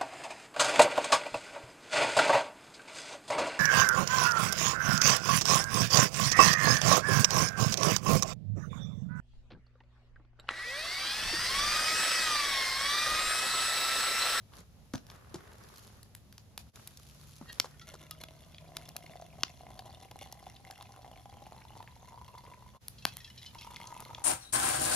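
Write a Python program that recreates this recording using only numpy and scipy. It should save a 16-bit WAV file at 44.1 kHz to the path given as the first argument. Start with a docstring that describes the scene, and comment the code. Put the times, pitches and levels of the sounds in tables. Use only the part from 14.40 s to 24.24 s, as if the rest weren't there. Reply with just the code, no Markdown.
"""In a snowy wood, beside a dying campfire, tea trickles from a can into a steel mug.
Behind it lie a far rumble and a thin hiss of filtered noise, and a frequency-modulated drone.
A kneeling man shifts his boots (noise bursts and decaying thumps); embers pop (band-passed pushes).
The first tea rings the mug's modes, then the stream plops in its air column, a resonator whose
note rises through the first pour. Near the end a second pour begins, its note sinking slightly."""
import sys
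import numpy as np
from scipy import signal
from scipy.fft import rfft, irfft, next_fast_len
from scipy.io import wavfile
from scipy.ndimage import map_coordinates

SR = 44100
rng = np.random.default_rng(int(sys.argv[2]) if len(sys.argv) > 2 else 0)


def to_wav(s):
    """Save 16-bit WAV."""
    ch = np.atleast_2d(s).T  # columns
    pcm = np.round(np.clip(ch, -1, 1) * 32767)  # PCM
    wavfile.write(sys.argv[1], SR, pcm.astype(np.int16))


N = 433944


def amp(db):
    """Decibel scale: a level becomes an amplitude gain."""
    return 10 ** (np.asarray(db) / 20)


def unit(x):
    """Normalisation: x is scaled to an rms value of 1."""
    return x / np.sqrt(np.mean(x ** 2) + 1e-20)


def fade(t, t60):
    """Exponential decay: the amplitude falls by 60 dB in t60 seconds."""
    return np.exp(-np.log(1000) * t / t60)


def swell(s, width):
    """Gaussian envelope: height 1 at time s, 1/e at a distance of width seconds."""
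    return np.exp(-((np.arange(N) / SR - s) / width) ** 2)


def along(points, hz):
    """Interpolation of (Hz, value) points on a logarithmic frequency axis."""
    f, v = np.transpose(points)
    return np.interp(np.log(hz + 1), np.log(f + 1), v)


def curves(rows):
    """Linear interpolation in time: one value per sample for each column after the time."""
    s, *cols = np.transpose(rows)
    return [np.interp(np.arange(N) / SR, s, c) for c in cols]


def held(rows):
    """Step function: one value per sample for each column, from the row that began last."""
    rows = np.array(rows)
    return rows[np.searchsorted(rows[1:, 0], np.arange(N) / SR)].T


def wobble(rate):
    """Slow random modulation: a spline through random knots, rate of them a second."""
    knots = rng.standard_normal(int(N * rate / SR) + 4)
    return map_coordinates(knots, [np.arange(N) * rate / SR])


def filtered(x, response):
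    """Linear filtering: the spectrum of x is multiplied by a frequency response."""
    m = next_fast_len(N + SR // 2)
    return irfft(rfft(x, m) * response(np.fft.rfftfreq(m, 1 / SR)), m)[..., :N]


def coloured(x, spectrum):
    """Spectral shaping: x is given a (Hz, dB) weighting and an rms value of 1."""
    return unit(filtered(x, lambda hz: amp(along(spectrum, hz))))


def band(x, lo_hz, hi_hz, order=2):
    """Causal Butterworth band-pass filtering."""
    edges_hz = [lo_hz, min(hi_hz, SR / 2 - 1)]
    return signal.sosfilt(signal.butter(order, edges_hz, "band", fs=SR, output="sos"), x)


def add(track, s, x):
    """Superposition: x is summed into the track from time s."""
    part = track[max(round(s * SR), 0):][:len(x)]
    part += x[:len(part)]


def stereo_noise(side_db):
    """Partial coherence: two noises share a mid part and differ by a side part."""
    mid, side = rng.standard_normal((2, N))
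    return np.array([mid + amp(side_db) * side, mid - amp(side_db) * side])


def ticks(rate, scatter_db):
    """Random impulse train: rate impulses a second, their sizes spread over scatter_db."""
    draws = rng.random((int(rate * N / SR), 2))
    return np.bincount((draws[:, 0] * N).astype(int), amp(-scatter_db * draws[:, 1]), N)


def bursts(blows, t60):
    """Envelope modulation: each blow becomes a decaying puff of noise."""
    envelope = signal.lfilter([1], [1, -fade(1 / SR, t60)], blows)
    return unit(envelope * rng.standard_normal(N))


def resonator(x, hz, t60):
    """Resonance: x rings one damped mode, whose frequency may move."""
    turn = np.exp(2j * np.pi * np.cumsum(hz * np.ones(N)) / SR)
    ringing = turn * signal.lfilter([1], [1, -fade(1 / SR, t60)], x / turn)
    return unit(ringing.imag)


def bubble(hz, t60, rise, attack):
    """Bubble resonance: a pocket of air rings, its pitch climbing as it nears the surface."""
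    t = np.arange(SR // 16) / SR
    return np.sin(2 * np.pi * hz * t * (1 + rise * t)) * fade(t, t60) * (1 - np.exp(-t / attack))


def bubbles(blows, pitch, spread, t60, rise):
    """Bubble population: each blow rings near a pitch curve, with its own life and chirp."""
    out = np.zeros(N)
    at = np.flatnonzero(blows)
    draws = np.clip(rng.standard_normal((len(at), 4)), -2, 2)
    for i, (detune, sign, life, climb) in zip(at, draws):
        hz = pitch[i] * np.exp(spread * detune)
        ring = bubble(hz, t60 * np.exp(0.58 * life), rise * np.exp(0.9 * climb), attack=0.00047)
        add(out, i / SR, np.sign(sign) * blows[i] * ring)
    return unit(out)


# The background in three stretches. Each row: start in seconds, hiss level in dB before a 9.5 dB lift,
# echo of pops, thumps and knocks in dB.
BACKGROUND = [(0, -75, -10), (2.321, -73.5, -19.5), (8.394, -69.5, -14)]
# Spectrum of the far rumble. 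Each row: frequency in Hz, relative level in dB.
RUMBLE_SPECTRUM = [(20, -49), (45, -1.5), (72, 4), (150, -2), (215, -6), (310, -17), (700, -19.5),
                   (1500, -31), (4000, -46)]
# Spectrum of the thin hiss. Each row: frequency in Hz, relative level in dB.
HISS_SPECTRUM = [(300, 6), (1500, 1.5), (4000, 3), (7000, 0.5), (12000, -2), (16000, 1.5)]
# Glide of the far drone. Each row: time in seconds, mean pitch in Hz.
DRONE = [(2.3, 107), (2.5, 140.3), (3.8, 154.2), (4.95, 160.6), (5.4, 120), (9.84, 122)]
RUMBLE_DB = -57
DRONE_DB, DRONE_IDLE_HZ, DRONE_DB_PER_OCT = -63.5, 120, 6.5  # it grows louder as it rises


def air():
    """Filtered noise and frequency modulation: a far rumble, a wavering drone and a thin hiss."""
    _, hiss_db, _ = held(BACKGROUND)
    drone_hz, = curves(DRONE)
    drone_db = DRONE_DB + DRONE_DB_PER_OCT * np.log2(drone_hz / DRONE_IDLE_HZ)
    rumble = coloured(stereo_noise(side_db=-7.5), RUMBLE_SPECTRUM) * amp(1.3 * wobble(12))
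    phase = 2 * np.pi * np.cumsum(drone_hz + 1.6 * wobble(20)) / SR
    drone = unit(np.sin(phase) * amp(1.5 * wobble(8.7)))
    hiss = coloured(stereo_noise(side_db=0.0), HISS_SPECTRUM) * amp(0.7 * wobble(5))
    return amp(RUMBLE_DB) * rumble + amp(drone_db) * drone + amp(hiss_db + 9.5) * hiss


# Echo among the trees. Each row: frequency in Hz, 60 dB decay time in seconds.
WOOD_DECAY = [(200, 0.18), (2000, 0.15), (6000, 0.15), (14000, 0.15)]


def trees(x):
    """Diffuse scattering: trunks return a late, decaying noise tail, different on each side."""
    hz, t, z = signal.stft(rng.standard_normal((2, SR // 3)), SR, nperseg=256)
    decay = fade(t, along(WOOD_DECAY, hz)[:, None])
    tail = signal.istft(z * decay, SR, nperseg=256)[1]
    late = np.pad(x, (round(.011 * SR), 0))  # 11 ms on the way
    return signal.fftconvolve(late[None], tail / np.linalg.norm(tail[0]), axes=1)[:, :N]


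# Swells of rustling; the one at 3.2 s is the wash after a loud pop. Each row: middle in seconds, half
# width in seconds, cloth level in dB before a 3.5 dB lift, snow level in dB before a 4 dB lift.
RUSTLES = [(0.17, 0.053, -59, -61), (0.73, 0.049, -64, -70), (1.0, 0.26, -59.5, -74),
           (1.401, 0.23, -64, -63.5), (2.205, 0.019, -75, -64), (2.4, 0.089, -68, -65),
           (2.8, 0.45, -71, -64), (3.2, 0.13, -63, -66.5)]
# Spectrum of the jacket. Each row: frequency in Hz, relative level in dB.
CLOTH_SPECTRUM = [(150, -8), (400, 2), (800, -2), (1200, 1), (1950, -5.5), (2400, -11), (6000, -22)]
# Spectrum of the snow. Each row: frequency in Hz, relative level in dB.
SNOW_SPECTRUM = [(800, -38), (2500, 0.5), (4200, 3.5), (7000, 2.5), (12000, -1), (16000, -4.5)]


def rustle():
    """Granular friction noise: swells of tiny slips and cracks, one of them the wash after a pop."""
    slips = bursts(ticks(rate=260, scatter_db=24), t60=0.0097)
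    rub = stereo_noise(side_db=1.5) * amp(1.85 * wobble(60))
    cloth = coloured(0.67 * rub + 0.8 * slips, CLOTH_SPECTRUM)
    cracks = bursts(ticks(rate=120, scatter_db=27), t60=0.0094)
    snow = coloured(stereo_noise(side_db=1.5) + 1.34 * cracks, SNOW_SPECTRUM)
    out = np.zeros((2, N))
    for s, width, cloth_db, snow_db in RUSTLES:
        out += swell(s, width) * (amp(cloth_db + 3.5) * cloth + amp(snow_db + 4.0) * snow)
    return out


# Boot thumps on crusted ground, and two dull knocks of the can or a stick (3.244, 3.54). Each row:
# time in seconds, blow level in dB, grit in dB re the blow before a 0.5 dB cut, pitch of the first
# touch in Hz, pitch of the second in Hz, t60 in seconds.
THUMPS = [(0.19, -46, -5, 172.4, 169, 0.056), (0.5381, -22, -21, 261, 115, 0.037),
          (0.9428, -31.5, -9.5, 345, 154, 0.058), (3.012, -33.5, -24, 244, 173, 0.036),
          (3.244, -27.5, -15.5, 950, 800, 0.0095), (3.54, -34, -14.5, 650, 401, 0.0083)]
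SECOND_S, SECOND_DB = .012, -3.5  # a second touch follows the first: later and softer


def thumps_and_knocks():
    """Impact: a damped tone with scuff and grit, struck twice, for boot thumps and dull knocks."""
    out, t = np.zeros(N), np.arange(SR // 6) / SR
    for s, db, grit_db, first_hz, second_hz, t60 in THUMPS:
        for late, hz in enumerate([first_hz, second_hz]):
            thump = np.sin(2 * np.pi * hz * t) * fade(t, t60) * (1 - np.exp(-t * hz / 0.24))
            scuff = unit(band(rng.standard_normal(len(t)), 420, 1430, order=3)) * fade(t, 0.027)
            # cubed noise is spiky, hence gritty
            grit = unit(band(rng.standard_normal(len(t)) ** 3, 3000, 8400)) * fade(t, 0.037)
            blow = amp(1.0) * thump + amp(-9.5) * scuff + amp(grit_db - 0.5) * grit
            add(out, s + late * SECOND_S, amp(db + late * SECOND_DB) * blow)
    return out


# Wood snapping in the embers and underfoot. 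Each row: time in seconds (sounded 0.97 ms later),
# crack peak in dB, fizz in dB re the crack before a 1 dB cut, splintering in dB before it is scaled
# up for weak pops and down for strong ones, crack centre in Hz.
SNAPS = [(0.135, -45, -27, 2, 3000), (0.5352, -31, -23, 5, 4290), (0.548, -35, -27, -8, 4200),
         (0.554, -31.5, -28, -3, 4120), (0.578, -39, -27, -13, 4270), (0.6662, -45.5, -19, -10, 4400),
         (0.6993, -37, -28, 4, 3670), (1.3806, -40, -15.5, -4, 5500), (1.6295, -41, -15, 1, 4620),
         (1.749, -36.5, -13, 17, 3540), (1.9247, -41, -18.5, -4, 4000), (1.9797, -33, -28, -20.5, 4690),
         (2.1762, -25.5, -19, -10, 3580), (2.357, -37.5, -21, -5, 4350), (2.4734, -32.5, -12, -10, 4500),
         (2.5716, -37, -19.5, -3, 5970), (3.1273, -37.5, -13.5, -7.5, 4160),
         (3.1986, -4.5, -31, -9.5, 4350), (3.709, -32.5, -10.5, 1, 3350), (3.8362, -31, -21, -21, 3390),
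         (4.3675, -20.5, -24.5, -11, 4000), (4.489, -29.5, -22, -22.5, 5470), (4.564, -27, -14, 14, 3780),
         (5.033, -7, -39.5, -9.5, 3830), (5.3909, -32.5, -25, 8, 3650), (5.712, -35, -23.5, -23, 3780),
         (5.9237, -32.5, -16, -1, 6000), (6.3088, -33, -19.5, -15, 3380), (6.424, -40.5, -18, -14, 3300),
         (7.4256, -41, -25, -7, 2760), (8.4822, -25.5, -14, -27, 5500), (8.6517, -8.5, -25, -16.5, 2990),
         (8.7687, -29, -14.5, -29, 4400), (9.603, -38.5, -9, -17, 3250)]
TYPICAL_POP_DB, TYPICAL_POP_HZ = -35.5, 4000  # the crack against which the others are sized
POP_BODY_DB, BODY_DB_PER_OCT, BODY_PER_DB = -27, -16.5, -0.12  # low and weak cracks have more body


def embers():
    """Brittle fracture: wood gives one sharp push, then a few milliseconds of splintering."""
    out, t = np.zeros(N), np.arange(SR // 40) / SR
    for s, db, fizz_db, splinter_db, hz in SNAPS:
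        body_db = POP_BODY_DB + BODY_DB_PER_OCT * np.log2(hz / TYPICAL_POP_HZ)
        body_db += BODY_PER_DB * (db - TYPICAL_POP_DB)
        weak = np.clip(-db / 22, .3, 1.6)  # strong pops are the cleanest
        splinters = weak * amp(splinter_db) * rng.standard_normal(len(t)) * fade(t, 0.013)
        burst = (t == 0) + splinters
        crack = band(burst, hz / 1.39, hz * 1.54, order=3)
        body = amp(body_db) * unit(band(burst, 660, 2110) + 0.74 * band(burst, 110, 360))
        fizz = amp(fizz_db - 1) * unit(band(burst, 7600, 17400))
        add(out, s + 0.00097, amp(db) * (crack / np.abs(crack).max() + body + fizz))
    return out


# Modes of the empty mug. Each row: frequency in Hz, relative level in dB, t60 in seconds.
EMPTY_MUG = [(1700, -12, 0.12), (1867, 0.5, 0.21), (2800, -9.5, 0.071), (3240, -12, 0.059),
             (3850, -10, .08), (4326, -6, 0.067)]
FIRST_TEA_S, FIRST_TEA_DB = 3.095, -42  # time and level of the swell's top
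FIRST_RISE_S, FIRST_T60_S = 0.076, 0.097  # its 60 dB rise and fall


def first_tea():
    """Modal resonance: the first dribble sets the empty mug singing for a moment."""
    t = np.arange(N) / SR - FIRST_TEA_S
    shape = fade(np.maximum(-t, 0), FIRST_RISE_S) * fade(np.maximum(t, 0), FIRST_T60_S)
    patter = ticks(rate=400, scatter_db=6)
    ring = sum(amp(db) * resonator(patter, hz, t60) for hz, db, t60 in EMPTY_MUG)
    return amp(FIRST_TEA_DB) * shape * unit(ring)


MUFFLE_RATIO = 1.25  # tea muffles the bottom's modes above this multiple of its pitch


def muffle(ratio):
    """Low-pass damping: the gain of a bottom mode under tea."""
    return 1 / np.sqrt(1 + (ratio / MUFFLE_RATIO) ** 10)


# Modes of the mug's bottom. Each row: ratio to its pitch, relative level in dB before muffling.
BOTTOM_MODES = [(.6, -11), (.81, -5), (0.998, 6), (1.24, 5), (1.67, 10), (2.379, 3)]
SINK_OCT_PER_S, COVER_DB_PER_S = 0.384, 27  # tea loads and damps the bottom


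def shallows():
    """Mass loading: patter rings the bottom's modes, which sink and fade as tea covers it."""
    start, *_, first_db, first_hz = held(POUR_ROWS)
    age = np.maximum(np.arange(N) / SR - start, 0)
    pitch = first_hz * 2 ** (-SINK_OCT_PER_S * age)
    patter = bursts(ticks(rate=110, scatter_db=23.0), t60=0.0094)
    ring = np.zeros(N)
    for ratio, level in BOTTOM_MODES:
        slosh = 1 + 0.019 * wobble(30)  # moving tea loads each mode in its own way
        ring += amp(level) * muffle(ratio) * resonator(patter, ratio * pitch * slosh, t60=.05)
    return np.clip(age / OPEN_S, 0, 1) * amp(first_db - COVER_DB_PER_S * age) * unit(ring)


# Tinkles as the tea lands, probably bubbles on its surface. Each row: time in seconds, level in dB
# before a 4 dB cut, strongest starting pitch in Hz, second in Hz, third in Hz.
TINKLES = [(3.414, -47, 1353, 1950, 3420), (3.709, -41.5, 1256, 2830, 3400),
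           (8.583, -49.5, 4170, 3260, 4850), (8.623, -49.5, 2670, 3300, 4200),
           (8.683, -43, 2620, 3330, 4400), (8.803, -49, 1900, 2550, 5580), (8.844, -43.5, 3330, 2700, 4060),
           (8.875, -51, 1790, 3250, 5520), (8.977, -45.5, 4060, 3020, 5480),
           (9.02, -48.5, 3910, 5000, 3180), (9.061, -41, 3030, 4140, 4980), (9.184, -44, 3280, 5400, 2610),
           (9.21, -51, 4530, 5550, 3550), (9.228, -48, 3200, 2550, 3470)]
# Levels of the three pitches in dB, strongest first.
TINKLE_LEVELS = [1.5, -3.5, -4]
TINKLE_T60_S, TINKLE_SINK_PER_S = 0.1, 0.33  # decay, and the share the pitches sink by each second


def tinkles():
    """Damped oscillation: three sinking pitches and a slap, probably bubbles on the tea's surface."""
    out, t = np.zeros(N), np.arange(SR // 5) / SR
    sinking_t = t * (1 - TINKLE_SINK_PER_S * t / 2)
    for s, db, *pitches_hz in TINKLES:
        ring = sum(amp(level) * np.sin(2 * np.pi * hz * sinking_t)
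                   for hz, level in zip(pitches_hz, TINKLE_LEVELS))
        slap = band(rng.standard_normal(len(t)), 3100, 5800) * fade(t, 0.06)
        tinkle = (ring * fade(t, TINKLE_T60_S) + amp(11.0) * slap) * (1 - np.exp(-t / 0.00091))
        add(out, s, amp(db - 4) * tinkle)
    return out


# Small bubbles that stand out. Each row: time in seconds, level in dB before a 3 dB cut,
# starting pitch in Hz.
SMALL_BUBBLES = [(3.8852, -38.5, 2900), (4.1458, -39.5, 3240), (4.1828, -36, 3290), (4.735, -43, 2120),
                 (4.8136, -44.5, 6100), (5.2665, -41, 2130), (6.165, -40.5, 3500), (6.4097, -40.5, 3370),
                 (6.7589, -42, 2230), (7.058, -43.5, 2790), (7.2188, -40, 2230), (7.4757, -39.5, 2100),
                 (8.064, -44, 2020), (8.1366, -39.5, 2090), (9.361, -30.5, 3380), (9.4717, -35.5, 6050),
                 (9.7476, -28.5, 3400)]


def blips():
    """Bubble pinch-off: a small bubble gives a wet tick and a short upward chirp."""
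    out = np.zeros(N)
    for s, db, hz in SMALL_BUBBLES:
        chirp = bubble(hz, t60=0.011, rise=2.3, attack=0.00027)
        tick = band(rng.standard_normal(len(chirp)), hz / 1.5, hz * 1.4)
        tick *= fade(np.arange(len(chirp)) / SR, 0.02)
        add(out, s, amp(db - 3.0) * (chirp + amp(4.5) * tick))
    return out


# The loudest gulps of air. Each row: time in seconds, nominal level in dB, starting bubble pitch in Hz.
LOUD_GULPS = [(4.559, -38, 700), (4.696, -44, 678), (4.756, -37.5, 713), (4.799, -40.5, 721),
              (4.822, -37.5, 712), (4.989, -42, 751), (5.208, -41.5, 751), (5.267, -40, 780),
              (5.307, -40.5, 770), (5.392, -37, 775), (5.494, -44, 791), (5.824, -41, 767),
              (5.927, -39.5, 807), (6.067, -40, 805), (6.301, -38.5, 790), (6.41, -39, 1010),
              (6.646, -40, 775), (6.736, -44.5, 770), (6.857, -39, 750), (7.067, -39.5, 780),
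              (7.122, -37.5, 724), (7.252, -45, 940), (7.404, -36, 895), (7.776, -40.5, 965),
              (7.814, -40.5, 960), (7.951, -40, 990), (7.977, -42.5, 977), (8.224, -45.5, 974),
              (9.154, -39, 960), (9.273, -39, 990), (9.318, -40.5, 950), (9.441, -38.5, 920),
              (9.525, -34.5, 950), (9.565, -39, 945), (9.598, -41, 961), (9.71, -36, 925),
              (9.784, -37, 982)]
COLUMN_T60_S = 0.045  # how long the air column rings
OVERTONE_DB, OVERTONE_T60_S = -8.5, 0.042  # the mug's hollow second note, against the air column


def gulps(note, overtone_hz):
    """Cavity resonance: a large bubble smacks and knocks, and the mug's two notes ring on."""
    out, t = np.zeros(N), np.arange(SR // 16) / SR
    for s, db, hz in LOUD_GULPS:
        i = round(s * SR)
        smack = unit(band(rng.standard_normal(len(t)), 300, 2700, order=1)) * fade(t, 0.015)
        ring = np.sin(2 * np.pi * note[i] * t) * fade(t, COLUMN_T60_S)
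        overtone = np.sin(2 * np.pi * overtone_hz[i] * t) * fade(t, OVERTONE_T60_S)
        ring += amp(OVERTONE_DB) * overtone
        knock = bubble(hz, t60=0.017, rise=0.3, attack=0.0009)
        add(out, s, amp(db) * (amp(3.0) * knock + amp(-8.5) * ring + amp(-14.5) * smack))
    return out


# Each pour starts as a dribble, then runs full. Each row: start in seconds, full stream in seconds, end
# in seconds, nominal plop level in dB, nominal splash level in dB, mug's second note in Hz, bottom's
# first ring level in dB, bottom's first pitch in Hz.
POUR_ROWS = [(3.3, 3.42, 8.39, -57.5, -61, 988, -59, 1497),
             (8.66, 9.155, 9.9, -47.5, -55, 1217, -56.5, 3390)]
# The stream thins or swells as the can tilts. Each row: middle in seconds, half width in seconds,
# change in dB.
CAN_TILTS = [(3.48, 0.11, 3.5), (4.0, 0.12, -7), (5.9, .7, 1.6), (8.25, 0.2, -5)]
# Note of the air column, rising through the first pour, sinking slightly in the second. 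Each row:
# time in seconds, pitch in Hz.
COLUMN_NOTE = [(3.3, 620), (4.1, 650), (4.5, 700), (5.1, 713), (5.5, 775), (6.85, 807), (7.5, 943),
               (8.39, 1010), (9.15, 955), (9.84, 929)]
OPEN_S, GUSH_S, STOP_S = 0.1, 0.067, 0.009  # the stream starts, turns full and breaks off
DRIBBLE_SPLASH_DB, DRIBBLE_PLOP_DB = -3.5, -14  # a dribble against the full stream
SHALLOW_PLOP_DB, DEEPEN_S = -8.5, 0.38  # plops are weak until the tea has some depth
CUSHION_DB_PER_S = 0.81  # deeper tea softens the splash
SURGE_DB, SURGE_RATE = 2.05, 14  # the flow is uneven: depth, random knots a second


def stream():
    """Amplitude control by flow: gains of plops and splash, and the note of the air column."""
    t = np.arange(N) / SR
    start, full, end, plop_db, splash_db, *_ = held(POUR_ROWS)
    age, full_age = np.maximum(t - start, 0), np.maximum(t - full, 0)
    running = np.clip(age / OPEN_S, 0, 1) * np.clip((end - t) / STOP_S, 0, 1)
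    dribble = np.clip((full - t) / GUSH_S, 0, 1)
    tilt_db = sum(db * swell(s, width) for s, width, db in CAN_TILTS)
    flow = running * amp(tilt_db + SURGE_DB * wobble(SURGE_RATE))
    shallow_db = SHALLOW_PLOP_DB * np.exp(-full_age / DEEPEN_S)
    plop = amp(plop_db + DRIBBLE_PLOP_DB * dribble + shallow_db)
    splash = amp(splash_db + DRIBBLE_SPLASH_DB * dribble - CUSHION_DB_PER_S * full_age)
    return flow * plop, flow * splash, curves(COLUMN_NOTE)[0]


# Spectrum of the splash. Each row: frequency in Hz, relative level in dB.
SPLASH_SPECTRUM = [(300, -22), (1000, -2), (1450, -12), (2050, 0.5), (2400, -21), (2800, 2), (5000, -6.5),
                   (6000, 1), (7200, -2), (11000, -1.5), (16000, -15)]
# Modes of the mug's walls. Each row: mean frequency in Hz, relative level in dB, t60 in seconds.
WALL_MODES = [(2100, 1, 0.018), (2790, -3, 0.023), (3420, 0.5, 0.021), (4200, -1.5, 0.013),
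              (5630, -4.5, 0.011)]
ROOM_FOR_BUBBLES_S = 0.43  # free bubbles need some depth of tea


def pour():
    """Jet break-up: blobs of tea thud, ring the mug, drag down air and throw droplets."""
    plop, splash, note = stream()
    _, full, _, _, _, overtone_hz, _, _ = held(POUR_ROWS)
    depth = 1 - np.exp(-np.maximum(np.arange(N) / SR - full, 0) / ROOM_FOR_BUBBLES_S)
    blobs = ticks(rate=150, scatter_db=20.5)
    column = resonator(blobs, note * (1 + 0.039 * wobble(25)), COLUMN_T60_S)
    overtone = resonator(blobs, overtone_hz * (1 + 0.026 * wobble(25)), OVERTONE_T60_S)
    thud = unit(band(blobs, 230, 386)) * (note[0] / note) ** 4  # weaker when the note is high
    pockets = bubbles(blobs, np.full(N, 640), spread=0.16, t60=0.011, rise=0.3)
    droplets = ticks(rate=180, scatter_db=40) + 0.52 * blobs ** 2
    spray = bursts(droplets, t60=0.004) + 0.57 * bursts(blobs, t60=0.027)
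    spray = coloured(spray, SPLASH_SPECTRUM)
    walls = np.zeros(N)
    for hz, db, t60 in WALL_MODES:
        hits = droplets * rng.standard_normal(N)
        walls += amp(db) * resonator(hits, hz * (1 + 0.023 * wobble(10)), t60)
    walls = unit(walls)
    specks = ticks(rate=240, scatter_db=38)
    fine = bubbles(specks, np.full(N, 3800), spread=0.52, t60=0.006, rise=1.5)
    # low gulps of air, then the bright splash with its ringing walls and tiny bubbles
    low = amp(-2.5) * (column + amp(OVERTONE_DB) * overtone)
    low += amp(-11.5) * thud + amp(-8.0) * depth * pockets
    bright = amp(-4.5) * spray + amp(-3.0) * walls + amp(-7.0) * depth * fine
    tea = plop * low + splash * amp(0.78 * wobble(20)) * bright
    return tea + gulps(note, overtone_hz)


# Phase between the two microphone ports. Each row: frequency in Hz, lead of the left in radians.
PORT_LEAD = [(100, .1), (900, 0.75), (2000, 0.49), (4000, 0.78), (6000, 1.14), (10000, 1.34), (15000, 0.9)]
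TEA_ECHO_DB = -11  # what the trees send back of the pour


def scene():
    """Inter-channel phase difference: near sounds reach two ports slightly out of step."""
    tea = first_tea() + pour() + blips() + shallows() + tinkles()
    fire = embers() + thumps_and_knocks()
    sides = np.array([[1], [-1]])
    near = filtered(tea + fire, lambda hz: np.exp(.5j * along(PORT_LEAD, hz) * sides))
    *_, echo_db = held(BACKGROUND)
    echo = trees(amp(TEA_ECHO_DB) * tea + amp(echo_db) * fire)
    return near * amp([[.4], [-.4]]) + echo + rustle() + air()


# Colour of the microphone. Each row: frequency in Hz, gain in dB.
MIC_RESPONSE = [(6600, -1), (7500, -3.5), (8400, -10), (10300, 1.5), (13000, -3), (14500, -10.5),
                (16000, -29)]
TOP_HZ = 16500  # band limit
DIP_DB, DIP_WIDTH_S = -21, 0.019  # the level dips briefly between stretches


def record(dry):
    """Linear transduction: two brief level dips, the microphone's colour and its band limit."""
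    dip_db = sum(DIP_DB * swell(s, DIP_WIDTH_S) for s, *_ in BACKGROUND[1:])
    return filtered(dry * amp(dip_db), lambda hz: amp(along(MIC_RESPONSE, hz)) * (hz < TOP_HZ))


dry = scene()
out = record(dry)
to_wav(out)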